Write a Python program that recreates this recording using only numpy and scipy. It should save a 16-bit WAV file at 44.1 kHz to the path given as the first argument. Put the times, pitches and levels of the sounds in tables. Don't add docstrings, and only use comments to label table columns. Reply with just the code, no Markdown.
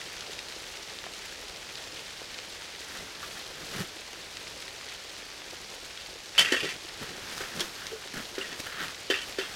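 import sys
import numpy as np
from scipy import signal
from scipy.io import wavfile
from scipy.ndimage import uniform_filter1d

SR = 44100
rng = np.random.default_rng(int(sys.argv[2]) if len(sys.argv) > 2 else 0)


def field_ratio(decibels):
    return 10 ** (np.asarray(decibels, dtype=float) / 20)


def master(y):
    cut = np.clip(np.atleast_2d(y).T, -1, 1)
    pcm = np.round(cut * 32767)
    wavfile.write(sys.argv[1], SR, pcm.astype(np.int16))


N = 421155
GRID_HZ = np.geomspace(30, 20000, 20)


def evened(x):
    return x / np.sqrt(np.mean(x ** 2) + 1e-20)


def read(points, hz):
    point_hz, value = np.transpose(points)
    return np.interp(np.log(hz + 1), np.log(point_hz + 1), value)


def hump(hz, centre_hz, octaves):
    return -6 * (np.log2((hz + 1) / centre_hz) / octaves) ** 2


def add(mix, start_s, sound):
    part = mix[round(start_s * SR):][:len(sound)]
    part += sound[:len(part)]


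def coloured(x, points, size=4096):
    log_gain = np.log(field_ratio(read(points, abs(np.fft.fftfreq(size, 1 / SR)))))
    taps = np.fft.ifft(np.exp(np.conj(signal.hilbert(log_gain)))).real[:size // 2]
    return signal.oaconvolve(x, taps)[:len(x)]


def grains(count, per_s, spread_db, t60_s):
    size = field_ratio(spread_db * np.minimum(rng.exponential(1, count), 4))
    size *= rng.random(count) < per_s / SR
    fade = field_ratio(-2 * 60 / (max(t60_s, 1e-4) * SR))
    envelope = np.sqrt(signal.lfilter([1], [1, -fade], size ** 2))
    return evened(envelope * rng.standard_normal(count))


def wander(seconds):
    width = max(round(seconds * SR), 2)
    return evened(uniform_filter1d(uniform_filter1d(rng.standard_normal(N), width), width))


def bouts(rows):
    t, power = np.arange(0, N, 32) / SR, 0
    for peak_s, db, swell_s, fade_s in rows:
        distance = np.maximum((peak_s - t) / max(swell_s, 1e-3), (t - peak_s) / max(fade_s, 1e-3))
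        power = power + field_ratio(2 * (db - 20 * distance))
    return np.interp(np.arange(N) / SR, t, np.sqrt(power))


# (time [s], level [dB])
SHOWER = [(0, -41.5), (.7, -42), (2.3, -42.5), (3.1, -43), (4.6, -42.5), (5.4, -43.1), (6.2, -43.5),
          (7, -42.6), (8.1, -43.5), (9.55, -42)]
# (frequency [Hz], density [dB per Hz])
RAIN_COLOUR = [(15, -39), (25, 0), (48, 0.5), (241, -5), (437, 0), (572, -1), (620, -2.5), (834, -2.5),
               (1040, -5), (1820, -2.5), (4450, -2.5), (6140, -6.5), (13400, -23.5), (15800, -28)]
# (centre [Hz], level [dB], drops [per s], t60 [s])
PATCHES = [(430, -1.5, 90, 0.039), (1890, -1, 400, 0.016), (4480, -1.5, 420, 0.015),
           (11000, -1.5, 320, 0.016), (3630, -13.5, 44, 0.001)]


def rain():
    time_s, shower_db = np.transpose(SHOWER)
    flutter = field_ratio(2.1 * np.tanh(wander(.026)))
    patter = np.zeros(N)
    for centre_hz, db, per_s, t60_s in PATCHES:
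        patch = np.transpose([GRID_HZ, np.maximum(hump(GRID_HZ, centre_hz, octaves=1.0), -60)])
        patter += field_ratio(db) * coloured(grains(N, per_s, 3.5, t60_s), patch)
    hiss = field_ratio(0.5) * rng.standard_normal(N)
    cloth = evened(coloured(hiss + patter * flutter, RAIN_COLOUR))
    return cloth * field_ratio(np.interp(np.arange(N) / SR, time_s, shower_db) + .5 * wander(0.025))


# (time [s], peak [dB], pitch [Hz])
TICKS = [(0.015, -26, 2900), (0.167, -24.5, 3940), (0.208, -24, 4410), (0.267, -26, 3000),
         (0.3904, -24, 4140), (0.5233, -25, 3220), (0.9875, -26, 3350), (1.04, -25, 1490),
         (1.0653, -29, 900), (1.7549, -25, 4880), (2.217, -32, 480), (2.3436, -27, 4000),
         (2.3876, -24.5, 3200), (2.621, -26, 2750), (2.7498, -30, 1670), (3.247, -32, 2200),
         (3.689, -28, 3340), (4.3703, -22, 3320), (4.6241, -26, 3300), (4.68, -25, 2800),
         (4.887, -29, 4000), (5.1655, -30, 3300), (5.315, -30, 3000), (5.418, -29, 1750),
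         (5.9748, -26.5, 2800), (7.4883, -30, 4800), (7.5962, -19, 4300), (7.8682, -20, 4150),
         (8.353, -27.5, 4000), (8.882, -27, 2900), (8.947, -28, 3800)]


def ticks():
    out, t = np.zeros(N), np.arange(1500) / SR
    spatter_t60_s = .016
    for start_s, db, hz in TICKS:
        spot = read(RAIN_COLOUR, GRID_HZ) + np.maximum(hump(GRID_HZ, hz, octaves=1.14), -40)
        spatter = 0.18 * rng.standard_normal(len(t)) * field_ratio(-60 * t / spatter_t60_s)
        tick = coloured((t == 0) + spatter, np.transpose([GRID_HZ, spot]))
        add(out, start_s, field_ratio(db) * tick / abs(tick).max())
    return out


# (time [s], level [dB], main mode [Hz], t60 [s])
KNOCKS = [(0.294, -38, 420, 0.048), (3.228, -36, 1160, .03), (6.521, -15, 328, 0.016),
          (6.541, -22.5, 460, 0.017), (6.633, -27, 325, 0.039), (6.643, -24, 400, 0.018),
          (7.405, -33, 384, 0.053), (7.604, -31, 345, 0.085), (7.918, -33, 430, 0.067),
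          (7.929, -31.5, 436, 0.08), (8.3793, -23, 383, 0.032), (9.1, -16, 382, 0.018),
          (9.121, -27, 422, 0.032), (9.385, -20.5, 390, 0.029)]
# (multiple of the main mode, level [dB])
HOLLOW = [(.8, -9), (1.001, 18.5), (1.2, 6.5), (1.38, -9)]


def knocks():
    out, t = np.zeros(N), np.arange(SR // 4) / SR
    for start_s, db, hz, t60_s in KNOCKS:
        ring = sum(field_ratio(mode_db) * np.sin(2 * np.pi * hz * k * t) for k, mode_db in HOLLOW)
        ring *= field_ratio(-60 * t / max(t60_s, .01)) * np.minimum(t / 0.0026, 1)
        buzz = rng.standard_normal(len(t)) * field_ratio(-60 * t / 0.2) * (t > .004)
        buzz /= np.linalg.norm(buzz)
        knock = ring + field_ratio(-8.5) * signal.fftconvolve(ring, buzz)[:len(t)]
        add(out, start_s, field_ratio(db) * knock / abs(ring).max())
    no_bass = signal.butter(4, 265, "high", fs=SR, output="sos")
    return signal.sosfilt(no_bass, out)


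# (peak time [s], level [dB], 20 dB swell [s], 20 dB fade [s])
CRUSHES = [(2.95, -49, 0.31, 0.59), (3.234, -42, 0.022, 0.035), (3.356, -41.5, .015, .07),
           (3.626, -47, 0.25, .03), (3.735, -42.5, 0.037, 0.16), (3.814, -40, 0.15, 0.053),
           (7.028, -37.5, 0.02, 0.069), (7.16, -48, .4, 0.69), (7.315, -42, .02, 0.032),
           (7.402, -38.5, 0.024, 0.27), (7.604, -37, 0.037, 0.1), (7.796, -44.5, .08, 0.36),
           (8.14, -39.5, 0.0036, .04), (8.168, -37.5, 0.017, 0.08), (8.208, -41, .02, .05),
           (8.382, -41, 0.03, 0.17), (8.532, -45, 0.22, 0.12), (8.645, -44, .02, .1),
           (8.669, -37, 0.014, 0.03), (8.695, -41, .02, .03), (8.736, -37, .04, .015),
           (8.8, -35.5, .1, 0.18), (8.84, -37.5, 0.11, 0.065), (9.104, -40, 0.016, 0.23),
           (9.384, -42, 0.007, 0.32)]
# (frequency [Hz], gain [dB])
CRUNCH_COLOUR = [(300, -18), (1000, -17), (1300, -5), (1550, -4), (1850, -4), (2300, -14.5), (3200, -10.5),
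                 (5000, -25.5), (9000, -33)]


def slush():
    crunch = grains(N, per_s=1300, spread_db=2.2, t60_s=.012)
    return bouts(CRUSHES) * evened(coloured(crunch, CRUNCH_COLOUR))


# (peak time [s], level [dB], 20 dB swell [s], 20 dB fade [s])
RUBS = [(2.962, -46, 0.26, 0.29), (3.228, -45, 0.06, .35), (3.385, -45, 0.14, 0.11),
        (3.814, -38, 0.32, 0.06), (7.028, -45, .04, 0.11), (7.385, -39, 0.28, 0.28),
        (7.566, -37.5, 0.021, .055), (7.604, -35.5, 0.023, 0.13), (7.85, -46.5, 0.6, 0.36),
        (8.14, -42.5, .01, 0.55), (8.603, -35, .025, 0.022), (8.668, -42.5, 0.18, 0.11),
        (8.834, -39, 0.069, 0.098), (9.296, -41, 0.077, 0.052), (9.49, -47.5, 0.51, .5)]
# (frequency [Hz], gain [dB])
SWISH_COLOUR = [(500, 0), (2000, -2.5), (5000, -1.5), (9000, -10), (12000, -12), (16000, -21)]


def nylon():
    swish = grains(N, per_s=1600, spread_db=2.6, t60_s=0.012)
    return bouts(RUBS) * evened(coloured(swish, SWISH_COLOUR))


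# (peak time [s], level [dB], 20 dB swell [s], 20 dB fade [s])
THUDS = [(2.962, -50.5, .08, 0.51), (3.63, -45.5, 0.089, 0.078), (3.77, -42, 0.11, 0.1),
         (3.82, -42, 0.1, 0.064), (6.39, -42, 0.013, 0.26), (6.64, -38, 0.046, 0.073),
         (6.75, -45.5, 0.052, 0.048), (7.028, -36.5, 0.037, 0.036), (7.102, -45.5, 0.04, 0.29),
         (7.566, -42.5, 0.081, .1), (7.604, -38, 0.077, 0.043), (8.15, -42, .02, .1),
         (8.532, -46, 0.13, 0.064), (8.834, -43.5, 0.11, 0.064)]
# (frequency [Hz], gain [dB])
THUD_COLOUR = [(30, -17), (70, -18), (160, 0.5), (250, -4.5), (420, -2.5), (700, -13), (1200, -17.5),
               (3000, -54)]


def thuds():
    thud = evened(coloured(grains(N, per_s=540, spread_db=2.5, t60_s=0.023), THUD_COLOUR))
    thud /= np.sqrt(uniform_filter1d(thud ** 2, size=1500) + .1)
    return bouts(THUDS) * thud


# (time [s], level [dB], pitch [Hz], t60 [s])
THUMPS = [(3.749, -33, 200, 0.063), (3.763, -38, 141, 0.092), (3.792, -31, 141, 0.066),
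          (3.8023, -24.5, 180, .07), (8.138, -31, 262, 0.028), (8.167, -34, 150, 0.027),
          (8.175, -29, 220, .025), (8.198, -32, 253, .03)]


def thumps():
    out, t = np.zeros(N), np.arange(SR // 5) / SR
    for start_s, db, hz, t60_s in THUMPS:
        boom = np.sin(2 * np.pi * hz * t) + field_ratio(-9) * np.sin(2 * np.pi * 2.27 * hz * t)
        envelope = field_ratio(db - 60 * t / max(t60_s, .01)) * np.minimum(t / 0.0017, 1)
        add(out, start_s, envelope * boom)
    return out


# (time [s], level [dB], fall by 60 dB [s], favoured mode [Hz], crack re level [dB])
RATTLES = [(6.359, -37.5, 0.094, 3400, -12), (6.3787, -17, 0.054, 3180, -10), (6.39, -19, 0.03, 3210, -0.5),
           (6.399, -23, 0.084, 3000, -5.5), (6.405, -25.5, 0.084, 1900, -6),
           (6.448, -24.5, 0.024, 2750, -10), (6.456, -27, 0.022, 2790, -12), (6.463, -30.5, .1, 1900, -14),
           (6.479, -34, 0.11, 2750, -7), (6.507, -32.5, 0.12, 2750, -11), (6.521, -28.5, 0.029, 3060, 0),
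           (6.524, -23.5, 0.035, 1850, -18), (6.534, -27, 0.13, 1830, -12), (6.561, -32.5, 0.08, 2750, -12),
           (6.59, -33.5, 0.057, 2750, -9), (6.604, -29.5, .05, 2770, -11), (6.629, -33, 0.088, 2800, -8),
           (6.647, -35, 0.16, 1760, -9), (6.69, -30, 0.017, 2770, -7), (6.695, -40, 0.12, 2470, -2),
           (7.605, -31.5, 0.023, 3480, 5), (8.4115, -33.5, 0.025, 2750, -16), (8.419, -41, 0.15, 1900, -5),
           (8.454, -41, 0.044, 2750, -8), (8.511, -41, 0.091, 1760, -11), (9.1, -28.5, 0.068, 3050, -4.5),
           (9.102, -26.5, 0.09, 1820, -16), (9.112, -31, 0.017, 3060, -10), (9.14, -26, 0.023, 2660, -16),
           (9.147, -35.5, 0.15, 1830, -21), (9.153, -34, .09, 2750, -17), (9.187, -36, 0.041, 3020, -14),
           (9.215, -38, 0.064, 3080, -5), (9.384, -29.5, 0.064, 1780, -13), (9.411, -37.5, 0.14, 2800, -10),
           (9.386, -36, 0.05, 4500, -12)]
# (frequency [Hz], level [dB], t60 [s])
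PLASTIC = [(1390, -5, .008), (1760, -12.5, 0.016), (1900, 3, 0.02), (2110, 2, 0.01), (2470, 2, 0.0096),
           (2750, 4.5, 0.017), (3106, 3.5, 0.027), (3400, 2.5, 0.026), (3720, -2, 0.012),
           (4500, 0.5, 0.0093), (4840, -12.5, 0.0093)]
# (frequency [Hz], gain [dB])
CRACK_COLOUR = [(60, -99), (400, 1), (1100, 1.5), (2000, -1), (4500, 9), (7000, 1.5), (11000, -9),
                (16000, -19)]


def rattle():
    out, t = np.zeros(N), np.arange(SR // 3) / SR
    ring_t = t[:2000]
    clink_rise_s, firm_s = 0.0019, .045
    thin_wall = signal.butter(3, 1300, "high", fs=SR, output="sos")
    for start_s, db, length_s, spot_hz, crack_db in RATTLES:
        length_s = max(length_s, .01)
        fall = field_ratio(-60 * (t / length_s) ** 2)
        contact = 1.5 * np.exp(-t / 0.0024) * rng.standard_normal(len(t))
        chatter = contact + grains(len(t), per_s=2200, spread_db=1.7, t60_s=0.004)
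        chatter *= fall * np.minimum(t / 0.0013, 1)
        chatter /= np.sqrt(np.sum(chatter ** 2) / np.sum(fall ** 2))
        body = np.zeros(len(ring_t))
        for hz, mode_db, t60_s in PLASTIC:
            gain_db = mode_db + max(hump(hz, spot_hz, octaves=0.17), -11)
            grip = 1 + .035 * rng.uniform(-1, 1)
            body += field_ratio(gain_db - 60 * ring_t / t60_s) * np.sin(2 * np.pi * hz * grip * ring_t)
        tone = signal.fftconvolve(chatter, body / np.linalg.norm(body))[:len(t)]
        clink = t / clink_rise_s * np.exp(1 - t / clink_rise_s) * np.sin(2 * np.pi * spot_hz * t)
        firmness = min(firm_s / length_s, 1) ** 2
        tone = signal.sosfilt(thin_wall, tone) + 1.34 * firmness * clink
        crack = field_ratio(crack_db) * coloured(chatter, CRACK_COLOUR)
        add(out, start_s, field_ratio(db) * (tone + crack))
    return out


# (time [s], pitch [Hz], level [dB], rise [s], t60 [s])
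PINGS = [(7.6, 14010, -56, .06, .7), (7.72, 12840, -53, .05, .5)]


def pings():
    out, t = np.zeros(N), np.arange(SR // 2) / SR
    beat = 1 + 0.34 * np.cos(2 * np.pi * 31 * t)
    for start_s, hz, db, rise_s, t60_s in PINGS:
        envelope = field_ratio(db - 60 * t / t60_s) * np.minimum(t / rise_s, 1)
        add(out, start_s, envelope * np.sin(2 * np.pi * hz * t) * beat)
    return out


def shelter(x, wet_db, t60_s):
    t = np.arange(SR // 4) / SR
    tail = rng.standard_normal(len(t)) * field_ratio(-60 * t / t60_s) * (t > .003)
    return x + field_ratio(wet_db) * signal.oaconvolve(x, tail / np.linalg.norm(tail))[:N]


def scene():
    near = ticks() + knocks() + thumps() + rattle() + pings()
    dull = slush() + nylon() + thuds()
    return (rain() + dull + shelter(near, wet_db=-10, t60_s=0.1))[None]


def top_cut(x):
    return signal.sosfilt(signal.butter(12, 16210, fs=SR, output="sos"), x)


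def record(dry):
    edge_hz = 16150
    edge = signal.firwin(511, edge_hz, window=("kaiser", 9), fs=SR)
    mix = signal.oaconvolve(dry, edge[None], "same")
    return top_cut(mix)


dry = scene()
out = record(dry)
master(out)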